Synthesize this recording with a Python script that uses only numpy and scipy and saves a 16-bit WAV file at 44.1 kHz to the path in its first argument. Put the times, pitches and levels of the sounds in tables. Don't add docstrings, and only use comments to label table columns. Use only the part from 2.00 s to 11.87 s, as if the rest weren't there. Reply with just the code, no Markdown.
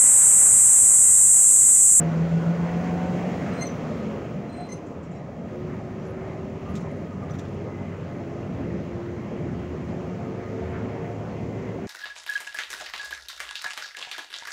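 import sys
import numpy as np
from scipy import signal
from scipy.fft import rfft, irfft, next_fast_len
from scipy.io import wavfile
from scipy.ndimage import uniform_filter1d, map_coordinates

SR = 44100
rng = np.random.default_rng(int(sys.argv[2]) if len(sys.argv) > 2 else 0)


def wrap_up_sound(samples):
    columns = np.atleast_2d(samples).T
    tamed = np.clip(columns, -1, 1)
    steps = np.round(tamed * 32767).astype(np.int16)
    wavfile.write(sys.argv[1], SR, steps)


def amplitude_ratio(level_db):
    exponent = np.asarray(level_db, float) / 20
    return 10 ** exponent


N = 435266

# time in seconds, firing rate in Hz, throttle from 0 to 1, shake of the shell in dB.
DRIVE = [(0, 162, 0.9, -1), (.5, 168.3, 0.93, -0.5), (1.25, 178.3, 0.88, 0.5), (1.52, 179.8, 0.44, 0.5),
         (1.75, 165.4, 0, -2), (2.05, 144.9, 0.5, -3.5), (2.45, 127, 0, -7.5), (2.75, 109.1, 0, -9),
         (3.1, 92.7, 0, -12), (3.42, 83.2, 0, -11), (3.52, 84.5, 1, -8.5), (4.0, 88.38, 0.99, -8.5),
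         (5.4, 94.15, 0.82, -8), (6.2, 96.68, 1, -7.5), (7.2, 99.18, 1, -7.5), (8.2, 103.5, 0.95, -6.5),
         (8.8, 106.8, 0.99, -6.5), (9.87, 109.7, 1, -6)]


def walk(rate):
    knots = rng.standard_normal(int(N / SR * rate) + 2)
    coarse = map_coordinates(knots, [np.arange(0, len(knots) - 1, 1 / 8)], order=3)
    return np.interp(np.arange(N) * (8 * rate / SR), np.arange(len(coarse)), coarse)


def curves(table):
    s, *columns = np.transpose(table)
    return [np.interp(np.arange(N) / SR, s, c) for c in columns]


def add(out, s, grain):
    i = int(s * SR)
    out[i:i + len(grain)] += grain[:len(out) - i]


def shape(points, size=N):
    hz, db = np.transpose(points)
    return np.interp(np.log(np.fft.rfftfreq(size, 1 / SR) + 1), np.log(hz), db)


def sweep(hz, modes):
    power = sum(amplitude_ratio(db) ** 2 / (1 + (2 * (hz - centre) / width) ** 2) ** 2 for centre, width, db in modes)
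    return 10 * np.log10(power)


def engine():
    # multiple of the full engine cycle, dB at low revs, dB at high revs.
    uneven_orders = [(4, -8, 3), (5, -10, -2), (7, -8, -8), (9, -3, -8), (10, 1, -6), (11, -8, -5),
                     (13, -8, -4), (14, 1, -8), (16, -2, -6), (18, -6, -8), (20, -4, -6), (21, -7, -8),
                     (24, -9, -9), (27, -14, -12)]
    # Hz, width in Hz, tone level in dB at the centre.
    boom_modes = [(93.6, 5.9, -38), (98, 11, -48.5), (106.8, 6.9, -37), (164.5, 16.7, -21.5),
                  (179.3, 14, -29)]
    # Hz, width in Hz, dB.
    timing_modes = [(362, 5.1, -37.5), (380, 16.4, -39), (390.5, 8, -43.5), (402.2, 10.3, -39),
                    (413.1, 10, -48), (449.1, 22.5, -38.5), (461.5, 10, -49.5), (690, 11, -38),
                    (741, 21, -34), (754, 16, -42)]
    # Hz, width in Hz, dB.
    gearbox_modes = [(352, 24.7, -38), (372, 10, -36.5), (387, 7.5, -39)]
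    # Hz, width in Hz, dB.
    upper_modes = [(432, 10, -46), (454.4, 12, -43.5), (466, 11, -41.5), (495, 8.8, -42), (512, 12, -43.5),
                   (528, 12, -39.5), (562, 13, -46.5), (595, 10, -39.5)]
    # Hz, width in Hz, dB.
    bank_modes = [(155, 65, -46.5), (219, 19, -32.5), (250, 30, -54)]
    upper_orders = (21, 24, 27)
    timing_order, gearbox_order = 34, 28.2

    hz, throttle, _ = curves(DRIVE)
    t, shut = np.arange(N) / SR, 1 - np.clip(throttle, 0, 1)
    cycle = 2 * np.pi * np.cumsum(hz) / SR / 8
    revs = np.clip((hz - 105) / 55, 0, 1)

    beat_db = 4.5 * np.cos(2 * np.pi * 7.2 * (t - 0.356))
    beat_db *= np.exp(-((t - 0.4) / 0.35) ** 2) * np.clip((t - 0.19) / 0.06, 0, 1)

    boom_db = sweep(hz, boom_modes) - 14.5 * shut + beat_db
    uneven_db = -47.5 - 12 * shut
    timing_shut_db = -26.5 * shut
    timing_db = sweep(hz * timing_order / 8, timing_modes) + timing_shut_db
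    gearbox_db = sweep(hz * gearbox_order / 8, gearbox_modes)
    gearbox_db += np.interp(t, [6.05, 6.05 + 0.11], [-28.5, 0])

    def tone(order, db, waver_db=1.5, wander=0.3):
        level = np.sqrt(2) * amplitude_ratio(db + waver_db * walk(7))
        return level * np.sin(order * cycle + wander * walk(9) + 7 * rng.random())

    out = tone(8, boom_db, waver_db=1.2, wander=0.25)
    for order, low_db, high_db in uneven_orders:
        out += tone(order, uneven_db + low_db + revs * (high_db - low_db))
    out += tone(timing_order, timing_db, waver_db=2.6, wander=0.5)
    out += tone(2 * timing_order, timing_db - 13.5 - 8 * (1 - revs))
    out += tone(gearbox_order, gearbox_db, waver_db=4, wander=0.9)
    for order in upper_orders:
        out += tone(order, sweep(hz * order / 8, upper_modes) + timing_shut_db, waver_db=2.5)
    out += tone(12, sweep(hz * 12 / 8, bank_modes))
    return out, cycle * 8


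def shake():
    shares = (0.33, 0.51, 1.01, 1.02)
    # time in seconds, rise of the rumble in dB.
    joints = [
        (0, 4),
        (1.54, 0),
        (2.75, -2.5),
        (3.7, 0),
        (4.78, 6.5),
        (5.28, 4),
        (5.75, 4),
        (6.7, 7),
        (7.5, 5.5),
        (8.9, 2),
    ]
    # time in seconds, half length in seconds, rise in dB.
    patches = [
        (1.6, .1, 1),
        (3.75, 0.11, 0.5),
        (4.25, 0.074, 2.5),
        (4.75, 0.091, 1),
        (5.35, .1, 1),
        (6.7, .15, 0),
        (7.5, .1, 1),
        (8.798, .12, 2.5),
        (9.05, .08, 0.5),
        (9.6, .15, 0.5),
    ]
    t, shake_db = np.arange(N) / SR, curves(DRIVE)[-1]
    levels = np.outer(shares, shake_db - np.median(shake_db))
    thumps_db = sum(db * np.exp(-((t - s) / 0.1) ** 2) for s, db in joints)
    levels[0] += thumps_db - 1.5
    levels[1:3] += 0.1 * thumps_db
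    levels[2] += sum(db * np.exp(-((t - s) / half) ** 2) for s, half, db in patches)
    return levels


def rings(f, width_hz=22, depth_db=1.0):
    ripple = np.interp(f / width_hz, np.arange(1200), rng.standard_normal(1200))
    return depth_db * ripple * np.clip(np.minimum(6000 / f, f / 900), 0, 1)


def body(firing, gate=0.08):
    # Hz, dB per Hz.
    spectrum = [(20, -28.5), (50, -12), (86, -7.5), (174, .5), (315, -7.5), (447, -9), (707, -16),
                (850, -18.5), (1150, -23), (1550, -27.5), (2020, -26.5), (3560, -42.5), (6810, -49),
                (16000, -44.5)]
    # Hz, width in Hz, dB.
    panels = [(79.6, 8.9, 7), (110, 12, 1), (159, 28, 1.5), (205, 18, 0.5), (263, 30, 2), (350, 40, 0),
              (456, 28, 0.5), (517, 34, 2), (597, 53, 4), (696, 18, 6.5), (815, 40, -1), (980, 80, -0.5),
              (1240, 60, 1.5), (2050, 110, -0.5), (2760, 670, 2), (3226, 85, 4), (6280, 1800, 5)]
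    layer_hz = (100, 450, 1700, 5000)
    size = next_fast_len(N)
    f = np.fft.rfftfreq(size, 1 / SR) + 1
    db = shape(spectrum, size=size)
    db += sum(gain / (1 + (2 * (f - hz) / width) ** 2) for hz, width, gain in panels)
    noise = rfft(rng.standard_normal(size)) * amplitude_ratio(db + rings(f))
    noise *= amplitude_ratio(-33) / np.std(irfft(noise, size))

    levels = shake()
    out, swell, rustle = np.zeros(N), walk(3), walk(40)
    for hz in 22 * 2 ** np.arange(0, 10, 0.5):
        window = np.cos(np.pi * np.clip(np.log2(f / hz), -0.5, 0.5)) ** 2
        band = irfft(noise * window, size)[:N]
        share = [np.interp(np.log(hz), np.log(layer_hz), row) for row in np.eye(4)]
        lumpy = np.clip(1900 / hz, 0.2, 1)
        flicker_db = lumpy * (0.5 * swell + 1.37 * walk(16) + 1.23 * walk(7))
        band *= amplitude_ratio(share @ levels + flicker_db + (hz > 9000) * 0.9 * rustle)
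        out += band * (1 + gate * min(hz / 2500, 1) * np.cos(firing))
    return out


def singing():
    # start in seconds, length in seconds, pitch in Hz, width in Hz, level in dB.
    songs = [(0.3, 1.8, 459, 10, -45), (0.46, .7, 900, 10, -48.5), (0.05, .7, 1465, 24, -51),
             (1.5, 1.5, 13500, 60, -67), (1.26, .75, 248, 9.9, -38), (1.4, 0.09, 166, 16, -35),
             (4.64, 0.14, 1200, 67, -50.5), (1.5, 0.41, 600, 31, -56.5), (1, 0.24, 1300, 17, -58),
             (1.702, 0.72, 1244, 21, -53), (4, .08, 250, 17, -41), (7.86, 0.083, 215, 19, -39),
             (8, .25, 705, 12, -47), (8.5, .2, 680, 14, -46.5), (8.95, .35, 700, 12, -47),
             (1.7, .3, 600, 25, -45), (1.3, 0.065, 370, 30, -40), (5.38, 0.39, 334, 7, -43),
             (2.8, 3.7, 1246, 15, -56.5), (4.25, .16, 636, 14, -45), (5.6, .35, 2040, 25, -57),
             (5.5, 1.8, 2040, 50, -62.5), (6.496, 0.55, 80, 7.2, -41), (7.5, 0.49, 80, 3.8, -38.5),
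             (8, 0.61, 1243, 18, -53.5), (8, 1.4, 909, 6.8, -57), (8, 1.6, 694, 14, -50),
             (8.5, .5, 82.5, 5.3, -40.5), (8.893, 0.88, 749, 6, -52.5), (9.298, 0.94, 927.6, 9.5, -59),
             (9.301, 0.6, 2050, 46, -58)]
    out = np.zeros(N)
    for s, length, hz, width, db in songs:
        t = np.arange(int(min(length, N / SR - s - 0.01) * SR)) / SR
        drive = rng.standard_normal(len(t) + SR // 4)
        ring = signal.lfilter(*signal.iirpeak(hz, hz / width, SR), drive)[-len(t):]
        swell = np.sin(np.pi * t / length) ** 0.34
        ends = np.clip(np.minimum(t, length - t) / 0.018, 0, 1)
        add(out, s, amplitude_ratio(db) * ring / np.std(ring) * swell * ends)
    return out


def squeaks():
    # start in seconds, length in seconds, pitch in Hz, even and odd partials in dB.
    slips = [(1.524, .02, 2040, -56, -80), (1.563, .04, 2055, -57, -80), (1.592, .024, 2075, -46, -64),
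             (1.608, 0.027, 2085, -43, -37), (1.624, 0.032, 2097, -49, -45), (1.644, .03, 2085, -53, -53),
             (1.668, .028, 2075, -58, -70), (2.49, .024, 2045, -57, -94), (2.522, .035, 2060, -55, -89),
             (2.56, .034, 2043, -59, -82), (2.581, 0.11, 2041, -54, -87), (2.686, 0.03, 2050, -57, -52),
             (2.715, .023, 2070, -53, -42), (2.734, .018, 2060, -67, -53), (2.752, 0.03, 2050, -65, -61)]
    partials_db = (-6, 1.5, 1, -3, -9, -13, -22)
    # start in seconds, length in
    # seconds, Hz, dB.
    peeps = [(1.612, 0.034, 2103, -41), (1.62, .022, 10450, -43), (2.645, .02, 8170, -57),
             (2.72, .03, 10350, -56), (2.758, .02, 10350, -60), (5.392, 0.0048, 3590, -49.5),
             (1.524, .075, 8240, -54), (1.593, 0.067, 8280, -43), (1.594, .028, 12500, -49),
             (1.648, .03, 7960, -55), (2.519, 0.044, 8160, -55), (2.56, 0.032, 8170, -52),
             (2.596, .028, 8170, -51), (2.689, 0.011, 2060, -49), (2.718, .019, 2070, -50),
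             (2.721, 0.021, 8240, -46), (5.385, .008, 5820, -57), (2.575, .075, 714, -41),
             (4.68, .026, 1190, -43), (5.115, .02, 1240, -46), (5.222, .024, 1200, -44),
             (5.292, .022, 1230, -46), (1.653, 0.011, 6100, -43), (1.666, 0.015, 6060, -40),
             (1.658, .022, 12100, -48), (1.65, .035, 14200, -62), (1.688, 0.026, 6078, -51),
             (1.705, .045, 6100, -61), (2.715, .03, 14450, -60), (2.65, .03, 10800, -66),
             (1.528, .06, 12350, -62), (3.053, 0.024, 5580, -69), (3.16, .022, 5550, -65),
             (3.58, 0.05, 15300, -66), (3.66, 0.059, 15050, -67), (3.71, .08, 13750, -68),
             (3.85, 0.045, 13430, -67), (3.985, .055, 5750, -69.5), (4.04, .06, 14400, -74),
             (4.066, 0.055, 11100, -53), (4.694, .033, 11200, -54), (4.688, .018, 11750, -58),
             (4.781, .011, 10700, -55), (5.307, 0.006, 5950, -55), (5.316, 0.006, 5950, -54),
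             (5.389, .009, 8500, -56), (3.113, 0.12, 3950, -74)]
    out, jitter = np.zeros(N), 0.09 * walk(400) + 0.03 * walk(1600)
    flutter_db = [1.6 * walk(120) for _ in partials_db]
    for s, length, hz, even_db, odd_db in slips:
        t = np.arange(int(length * SR)) / SR
        span = slice(int(s * SR), int(s * SR) + len(t))
        phase = 2 * np.pi * hz * t + jitter[span]
        stack = np.zeros(len(t))
        for k, db in enumerate(partials_db):
            level_db = db + (odd_db, even_db)[k % 2] + flutter_db[k][span]
            stack += amplitude_ratio(level_db) * np.sin((k + 1) * phase)
        add(out, s, np.sqrt(2) * stack * np.sin(np.pi * t / length) ** 0.7)
    for s, length, hz, db in peeps:
        t = np.arange(int(length * SR)) / SR
        span = slice(int(s * SR), int(s * SR) + len(t))
        phase = 2 * np.pi * hz * t + min(hz / 1900, 3.2) * jitter[span]
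        peep = amplitude_ratio(db + flutter_db[0][span]) * np.sin(phase)
        add(out, s, np.sqrt(2) * peep * np.sin(np.pi * t / length) ** 0.38)
    return out


def thuds():
    # time in seconds, peak in dB, colour in Hz.
    knocks = [(2.251, -27, 592), (2.583, -31, 713), (2.973, -30, 560), (3.207, -32, 708), (3.291, -33, 608),
              (3.473, -37, 606), (4.139, -30, 581), (4.456, -28, 595), (4.846, -30, 603), (5.675, -27, 538),
              (6.598, -32, 563), (9.787, -28, 700)]
    out, t = np.zeros(N), np.arange(SR // 5) / SR
    for s, db, hz in knocks:
        decay = 1000. ** (-t / 0.049)
        add(out, s, amplitude_ratio(db - 0.5) * np.sin(2 * np.pi * hz * t) * decay * np.minimum(t / 0.0014, 1))
    return out


def rattle(grit, hz, t60, sharp=4.5, broad=0.2):
    t = np.arange(len(grit)) / SR
    colour = signal.lfilter(*signal.iirpeak(min(hz, 16000), sharp, SR), grit)
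    grain = 1 + np.abs(uniform_filter1d(grit[::-1], size=60)) * 3
    return (colour + broad * grit) * grain * 1000. ** (-t / t60) * np.minimum(t / 0.0005, 1)


def ticks():
    # time in seconds, peak in dB, colour in Hz.
    trim = [(2.688, -54, 5700), (2.705, -55, 5600), (2.692, -56, 12200), (2.56, -59, 12200),
            (2.722, -55, 14300), (2.718, -53, 9500), (2.725, -53.5, 6200), (2.865, -55, 7020),
            (2.905, -60, 7000), (3.031, -54.5, 7300), (3.113, -56, 7240), (3.15, -58, 7298),
            (4.05, -56, 7000), (4.197, -58, 14800), (4.25, -61, 3500), (4.655, -60, 12000),
            (4.69, -49, 15000), (4.762, -49.5, 6140), (4.757, -46, 11200), (4.806, -48, 10300),
            (4.812, -55, 6000), (4.738, -57, 7000), (5.336, -51.5, 15100), (5.39, -51, 15600),
            (4.91, -51, 10500), (4.963, -52.5, 10830), (5.013, -55, 10800), (5.23, -55, 9592),
            (5.484, -53.5, 10500), (5.54, -53, 10800)]
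    out = np.zeros(N)
    for s, db, hz in trim:
        t60 = 0.21 * (hz / 7000) ** -1.7
        add(out, s, amplitude_ratio(db) * rattle(rng.standard_normal(SR // 5), hz, t60))
    return out


def latch():
    # time in seconds, peak in dB, brightness in dB per octave.
    knocks = [(4.7533, -37.5, -4), (4.762, -43, -1.5), (4.772, -45, -3.5), (5.297, -50, -9),
              (5.307, -48, 1), (5.336, -49, 0), (5.343, -49, -8), (5.3525, -48, -9), (5.388, -47, 3),
              (5.393, -40, -5), (5.438, -54, -8), (5.451, -49.5, -5)]
    # Hz, dB, t60 in seconds.
    parts = [(1300, -11, 0.04), (1850, -6, .05), (15000, -8, .04), (2320, 0, .05), (3500, 2, 0.06),
             (5860, -3.5, .09), (7200, -7, 0.1), (11500, -6, .05)]
    out = np.zeros(N)
    for s, db, bright_db in knocks:
        grit = rng.standard_normal(SR // 5)
        for hz, part_db, t60 in parts:
            level = amplitude_ratio(db + part_db + bright_db * np.log2(hz / 3500))
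            add(out, s, level * rattle(grit, hz, t60, sharp=7.0, broad=0.06))
    return out


def cabin(x, t60=0.15, wet_db=-11):
    t = np.arange(SR // 4) / SR
    tail = rng.standard_normal(len(t)) * 1000. ** (-t / t60) * (t > 0.003)
    return x + amplitude_ratio(wet_db) * signal.fftconvolve(x, tail / np.sqrt(np.sum(tail ** 2)))[:N]


def scene():
    tones, firing = engine()
    small_noises = squeaks() + thuds() + ticks() + latch()
    return (tones + body(firing) + singing() + cabin(small_noises))[None]


def roll_off(x):
    return signal.sosfilt(signal.butter(12, 17090, fs=SR, output="sos"), x)


def record(dry):
    # Hz, dB.
    microphone = [(20, -8.5), (45, -7.5), (80, -0.5), (7300, -0.5), (8100, -10), (10000, -14.5),
                  (13600, -23), (14400, -16), (15500, -11.5)]
    longer = np.pad(dry, ((0, 0), (2048, 2048)), "reflect")
    size = next_fast_len(longer.shape[1])
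    colour = amplitude_ratio(shape(microphone, size=size)) * (np.fft.rfftfreq(size, 1 / SR) < 15730)
    heard = irfft(rfft(longer, size) * colour, size)[:, 2048:2048 + N]
    heard *= np.minimum(np.arange(N)[::-1] / 300, 1)
    return roll_off(heard)


dry = scene()
out = record(dry)
wrap_up_sound(out)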